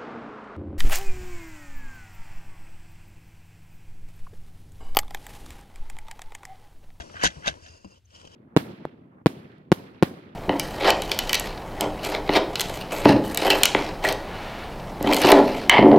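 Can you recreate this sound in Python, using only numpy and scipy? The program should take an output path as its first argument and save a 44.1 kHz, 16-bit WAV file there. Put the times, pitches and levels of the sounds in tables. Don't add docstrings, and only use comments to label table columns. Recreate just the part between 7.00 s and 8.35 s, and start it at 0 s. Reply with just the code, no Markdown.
import sys
import numpy as np
from scipy.fft import rfft, irfft
from scipy.io import wavfile
from scipy.ndimage import map_coordinates

SR = 44100
rng = np.random.default_rng(int(sys.argv[2]) if len(sys.argv) > 2 else 0)


def dump(signal):
    limited = np.clip(np.atleast_2d(signal).T, -1, 1)
    pcm = np.round(limited * 32767).astype(np.int16)
    wavfile.write(sys.argv[1], SR, pcm)


N = 59535

# crest_s, level_db, rise_db_per_s, fall_db_per_s, hollow_level_db
CRUNCHES = [(0.005, -40.5, 494, 531, -43), (0.253, -20.5, 554, 566.5, -26.5), (0.481, -27, 766, 698, -33.5),
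            (0.664, -53.5, 290, 203, -56.5)]
# crest_s, level_db, rise_db_per_s, fall_db_per_s
SCRAPES = [(0.160, -39, 606, 121), (0.205, -48, 212.5, 91), (0.234, -24, 682, 495), (0.25, -29, 908, 697.5),
           (0.449, -53.5, 602, 291.5), (0.465, -26.5, 715, 422)]
# start_s, level_db, hollow_level_db
SNAPS = [(0.143, -52, -41.5), (0.2372, -23.5, -16), (0.2437, -20.5, -29), (0.245, -16.5, -24.5),
         (0.2513, -18.5, -24.5), (0.2550, -15.5, -24), (0.2648, -18, -43), (0.2722, -20, -36.5),
         (0.4597, -31, -32), (0.4736, -21.5, -28.5), (0.4790, -18, -29), (0.4858, -25, -30),
         (0.5072, -57, -52), (0.54, -47, -43.5)]
# start_s, level_db
CRACKS = [(0.228, -35), (0.2345, -23.5), (0.243, -23.5), (0.2651, -46.5), (0.4727, -39.5)]
# freq_hz, gain_db
HARD_COLOUR = [(200, -25), (1150, -14.5), (1550, 7.5), (2300, -2.5), (3100, -3.5), (3700, -4),
               (4700, -10.5), (6600, -9), (7600, -20.5), (9000, -20), (11000, -25), (12500, -51.5),
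               (15000, -62.5)]
# freq_hz, gain_db
HOLLOW_COLOUR = [(60, -10), (200, -6.5), (300, -10), (450, -8.5), (560, -2), (690, 1), (850, -8.5),
                 (970, -9.5), (1200, -15), (2500, -28.5), (8000, -76.5)]
# freq_hz, gain_db
SCRAPE_COLOUR = [(300, -30), (1100, -3.5), (1550, 6.5), (1950, -1.5), (2350, -8), (3000, -8.5), (3600, -17),
                 (6500, -29.5), (9000, -39)]
# freq_hz, gain_db
CRACK_COLOUR = [(1000, -33.5), (5000, 0.5), (7000, -4), (8500, -4), (11000, -10.5), (15000, -26.5)]
# centre_hz, width_hz, gain_db
CRUNCH_BANDS = [(1480, 43, -4), (1760, 76, -12.5), (2005, 32, 6.5), (2063, 28, -5.5), (2031, 14, 0),
                (2736, 37, 2), (3070, 150, 7), (3320, 150, 5), (4040, 34, 0.5), (4450, 45, -9.5),
                (4980, 62.8, 11), (5860, 470, 6)]
BANDS_DB = 3.5
TRICKLE_DB, TRICKLE_FALL_DB_PER_S = -28.5, 124.5
CONTACTS_PER_S, CONTACT_SPREAD_DB, CLUMP_DB, CLUMPS_PER_S = 5000, 4, 2.5, 330
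CRACK_T60_S = 0.028
SNAP_T60_S, SNAP_LENGTH_S = .012, .0025

# start_s, level_db, pitch_hz, t60_s
THUDS = [(0.001, -27, 65.4, 0.092), (0.148, -39, 91.6, .16), (0.237, -26.5, 193.8, 0.064),
         (0.25, -27.5, 57.5, 0.14), (0.258, -26.5, 172, 0.089), (0.364, -32, 152, 0.1),
         (0.367, -34.5, 63, .10), (0.482, -36, 70.3, 0.25), (0.491, -32, 148, 0.077),
         (0.622, -41, 87, 0.18), (0.696, -44, 81, 0.2193), (0.846, -36.5, 190.3, 0.13),
         (0.849, -32.5, 310, 0.065), (0.859, -40.5, 70.6, 0.086)]
# freq_hz, gain_db
PUFF_COLOUR = [(30, -1.5), (100, 5), (500, -0.5), (1000, -14), (3000, -25), (12000, -72.5)]
THUD_ATTACK_S, PUFF_DB = .005, -14

# time_s, hiss_level_db, body_level_db
RUSTLE = [ (0, -55.5, -49), (.13, -56.5, -52), (.33, -55.5, -51.5), (0.578, -60.5, -51.5),
          (0.658, -60.5, -68), (0.758, -61, -55), (0.818, -67.5, -64.5), (.93, -66.5, -59.5),
          (.98, -71.5, -63.5), (1.018, -95, -91.5), (1.079, -76, -81.5), (1.15, -58.5, -57),
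          (1.21, -60, -56.5), (1.29, -64.5, -56.5), (1.35, -59, -54.5)]
# start_s, hiss_level_db, body_level_db
CATCHES = [(0.682, -54, -48), (0.846, -55.5, -40.5), (0.919, -64.5, -52), (1.105, -61, -62),
           (1.141, -60.5, -49), (1.159, -51, -55), (1.205, -53, -58), (1.214, -50.5, -57),
           (1.245, -79, -44.5), (1.251, -50.5, -48.5), (1.272, -51, -46)]
# freq_hz, gain_db
CLOTH_COLOUR = [(800, -19.5), (1300, 2.5), (2250, -7), (3000, -3), (3600, -11), (5500, -3.5), (7000, -13.5),
                (8000, -12.5), (10000, -16), (12500, -38.5), (14500, -30.5)]
# freq_hz, gain_db
CLOTH_BODY_COLOUR = [(60, -5.5), (170, -5), (400, -3.5), (560, -1), (750, -11.5), (1000, -9.5),
                     (1500, -21.5), (4000, -50)]
# centre_hz, width_hz, gain_db
FIRST_STROKE = [(1930, 153, -16.5), (2750, 88, 0.5), (4943, 164, -1), (6580, 280, -3)]
# centre_hz, width_hz, gain_db
SECOND_STROKE = [(3114, 410, 0.5), (3800, 150, -15), (4950, 210, -6.5), (6430, 230, -5)]
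FIBRES_PER_S, FIBRE_SPREAD_DB, CATCH_T60_S = 6000, 4, .026
STROKE_START_S, TURN_S = .62, .94
STROKE_DB, FLUTTER_DB, FLUTTER_PER_S = 1, 2.5, 140

# freq_hz, gain_db
TICK_COLOUR = [(400, -21), (800, -10), (1150, -4), (1700, -8), (3500, -15), (7000, -42), (12000, -61.5)]
TICK_S, TICK_DB, TICK_T60_S = .0975, -44, .025
CHIRP_S, CHIRP_LENGTH_S, CHIRP_HZ, CHIRP_WIDTH_HZ, CHIRP_DB = 1.058, .007, 6280, 380, -64
# freq_hz, gain_db
RUMBLE_COLOUR = [(20, -49.5), (45, -10), (72, -1.5), (100, 3.5), (130, -16.5), (300, -22.5), (1000, -39),
                 (3000, -34.5), (7000, -42), (12000, -49.5)]
RUMBLE_DB, RUMBLE_LEFT_DB = -61, 1

# freq_hz, left_minus_right_db
BALANCE = [(60, 3.5), (250, 4.5), (420, 4), (700, 8.5), (950, 8.5), (1250, 2.5), (1700, 2), (2200, -0.5),
           (15000, 1)]
# freq_hz, lead_s
PORT_LEAD = [(100, .00055), (260, .00069), (430, .00075), (600, .00068), (1000, .00037), (1500, .00037),
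             (2050, .00032), (2600, .00039), (3200, .00039), (4000, .00044), (6500, .00047),
             (10000, .00036), (14000, .00023)]
# freq_hz, gain_db
SCATTER_COLOUR = [(100, -5.5), (1000, -1.5), (2000, -1.5), (4000, 7.5), (8000, 9.5), (13000, 3)]
SCATTER_DB, SCATTER_T60_S, SHIFTS_PER_S = -10, .018, 120
TOP_HZ = 15750


def amp(db):
    return 10 ** (np.asarray(db) / 20)


def unit(x):
    return x / np.sqrt(np.mean(x ** 2) + 1e-20)


def unit_power(response):
    return response / np.sqrt(np.mean(abs(response) ** 2))


def along(points, hz):
    f, v = np.transpose(points)
    return np.interp(np.log(hz + 1), np.log(f + 1), v)


def clock():
    return np.arange(N) / SR


def bins():
    return np.fft.rfftfreq(2 * N, 1 / SR)


def filtered(x, response):
    return irfft(rfft(x, 2 * N) * response)[..., :N]


def colour(points):
    cepstrum = irfft(np.log(amp(along(points, bins()))))
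    cepstrum[1:N] *= 2
    cepstrum[N + 1:] = 0
    return unit_power(np.exp(rfft(cepstrum)))


def narrow_bands(table):
    f = bins()
    total = sum(amp(db) * 1j * f * width / (centre * centre - f * f + 1j * f * width)
                for centre, width, db in table)
    return total / abs(total).max()


def ticks(per_s, spread_db):
    hit = rng.random(N) < per_s / SR
    size = amp(spread_db * np.clip(rng.standard_normal(N), -2, 2))
    return unit(hit * rng.choice([-1, 1], N) * size)


def wobble(rate):
    return map_coordinates(rng.standard_normal(1000), [clock() * rate], mode="wrap")


def decay(start, t60):
    age = clock() - start
    return (age >= 0) * np.exp(-np.log(1000) * np.maximum(age, 0) / t60)


def swell(crest, rise, fall):
    age = clock() - crest
    main = amp(np.minimum(rise * age, -fall * age))
    trickle = amp(TRICKLE_DB + np.minimum(rise * age, -TRICKLE_FALL_DB_PER_S * age))
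    return np.hypot(main, trickle)


def crunches():
    hard = sum((amp(db) * swell(s, rise, fall)) ** 2 for s, db, rise, fall, _ in CRUNCHES)
    hollow = sum((amp(db) * swell(s, rise, fall)) ** 2 for s, _, rise, fall, db in CRUNCHES)
    scrape = sum((amp(db) * swell(s, rise, fall)) ** 2 for s, db, rise, fall in SCRAPES)
    crack = sum((amp(db) * decay(s, CRACK_T60_S)) ** 2 for s, db in CRACKS)

    uneven = 1 + amp(BANDS_DB) * narrow_bands(CRUNCH_BANDS)
    bright = unit_power(colour(HARD_COLOUR) * uneven)
    body = colour(HOLLOW_COLOUR)

    swarm = contacts(hard, bright) + contacts(hollow, body)
    swarm += contacts(scrape, colour(SCRAPE_COLOUR) * uneven)
    swarm += contacts(crack, colour(CRACK_COLOUR))
    return swarm + filtered(snaps(), np.array([bright, body])).sum(axis=0)


def contacts(power, response):
    clumps = amp(CLUMP_DB * wobble(CLUMPS_PER_S))
    swarm = unit(ticks(CONTACTS_PER_S, CONTACT_SPREAD_DB) * clumps)
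    return filtered(np.sqrt(power) * swarm, unit_power(response))


def snaps():
    drive = np.zeros((2, N))
    for s, db, body_db in SNAPS:
        burst = rng.standard_normal((2, N)) * decay(s, SNAP_T60_S)
        burst /= np.linalg.norm(burst, axis=1, keepdims=True)
        drive += amp([[db], [body_db]]) * np.sqrt(SNAP_LENGTH_S * SR) * burst
    return drive


def thuds():
    out = np.zeros(N)
    for s, db, hz, t60 in THUDS:
        age = np.maximum(clock() - s, 0)
        tone = np.sin(2 * np.pi * hz * age) * (1 - np.exp(-age / THUD_ATTACK_S))
        puff = amp(PUFF_DB) * unit(filtered(rng.standard_normal(N), colour(PUFF_COLOUR)))
        out += amp(db) * decay(s, t60) * (tone + puff)
    return out


def fibres():
    return ticks(FIBRES_PER_S, FIBRE_SPREAD_DB)


def rustle():
    t = clock()
    s, hiss_db, body_db = np.transpose(RUSTLE)
    hiss, body = amp(np.interp(t, s, hiss_db)), amp(np.interp(t, s, body_db))
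    for start, db, low_db in CATCHES:
        catch = decay(start, CATCH_T60_S)
        hiss = np.hypot(hiss, amp(db) * catch)
        body = np.hypot(body, amp(low_db) * catch)
    out = filtered(hiss * fibres(), colour(CLOTH_COLOUR))
    out += filtered(body * fibres(), colour(CLOTH_BODY_COLOUR))

    first = (t > STROKE_START_S) & (t < TURN_S)
    for table, sliding in [(FIRST_STROKE, first), (SECOND_STROKE, t >= TURN_S)]:
        response = unit_power(narrow_bands(table) * colour(CLOTH_COLOUR))
        flutter = amp(STROKE_DB + FLUTTER_DB * wobble(FLUTTER_PER_S))
        out += filtered(sliding * hiss * flutter * fibres(), response)
    return out


def ports(x, count=4):
    f, side = bins(), np.array([[.5], [-.5]])
    gain = amp(side * along(BALANCE, f))
    lead = np.exp(2j * np.pi * f * side * along(PORT_LEAD, f))
    out = filtered(x, gain * lead)

    scatter_gain = amp(SCATTER_DB + along(SCATTER_COLOUR, f))
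    shares = np.array([wobble(SHIFTS_PER_S) for _ in range(count)])
    for share in shares / np.linalg.norm(shares, axis=0):
        tail = rng.standard_normal((2, N)) * decay(0.0013, SCATTER_T60_S)
        tail /= np.linalg.norm(tail, axis=1, keepdims=True)
        out = out + filtered(x * share, rfft(tail, 2 * N) * scatter_gain)
    return out


def tick():
    burst = amp(TICK_DB) * decay(TICK_S, TICK_T60_S) * rng.standard_normal(N)
    return filtered(burst, colour(TICK_COLOUR))


def chirp():
    response = np.exp(-((bins() - CHIRP_HZ) / CHIRP_WIDTH_HZ) ** 2)
    band = unit(filtered(rng.standard_normal((2, N)), response))
    return amp(CHIRP_DB) * np.exp(-((clock() - CHIRP_S) / CHIRP_LENGTH_S) ** 2) * band


def rumble():
    noise = rng.standard_normal(N) + .3 * rng.standard_normal((2, N))
    steady = amp(RUMBLE_DB) * unit(filtered(noise, colour(RUMBLE_COLOUR)))
    return steady * amp([[RUMBLE_LEFT_DB], [0]])


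def scene():
    near = crunches() + thuds() + rustle()
    return ports(near) + tick() + chirp() + rumble()


def record(dry):
    return filtered(dry, bins() < TOP_HZ)


dry = scene()
out = record(dry)
dump(out)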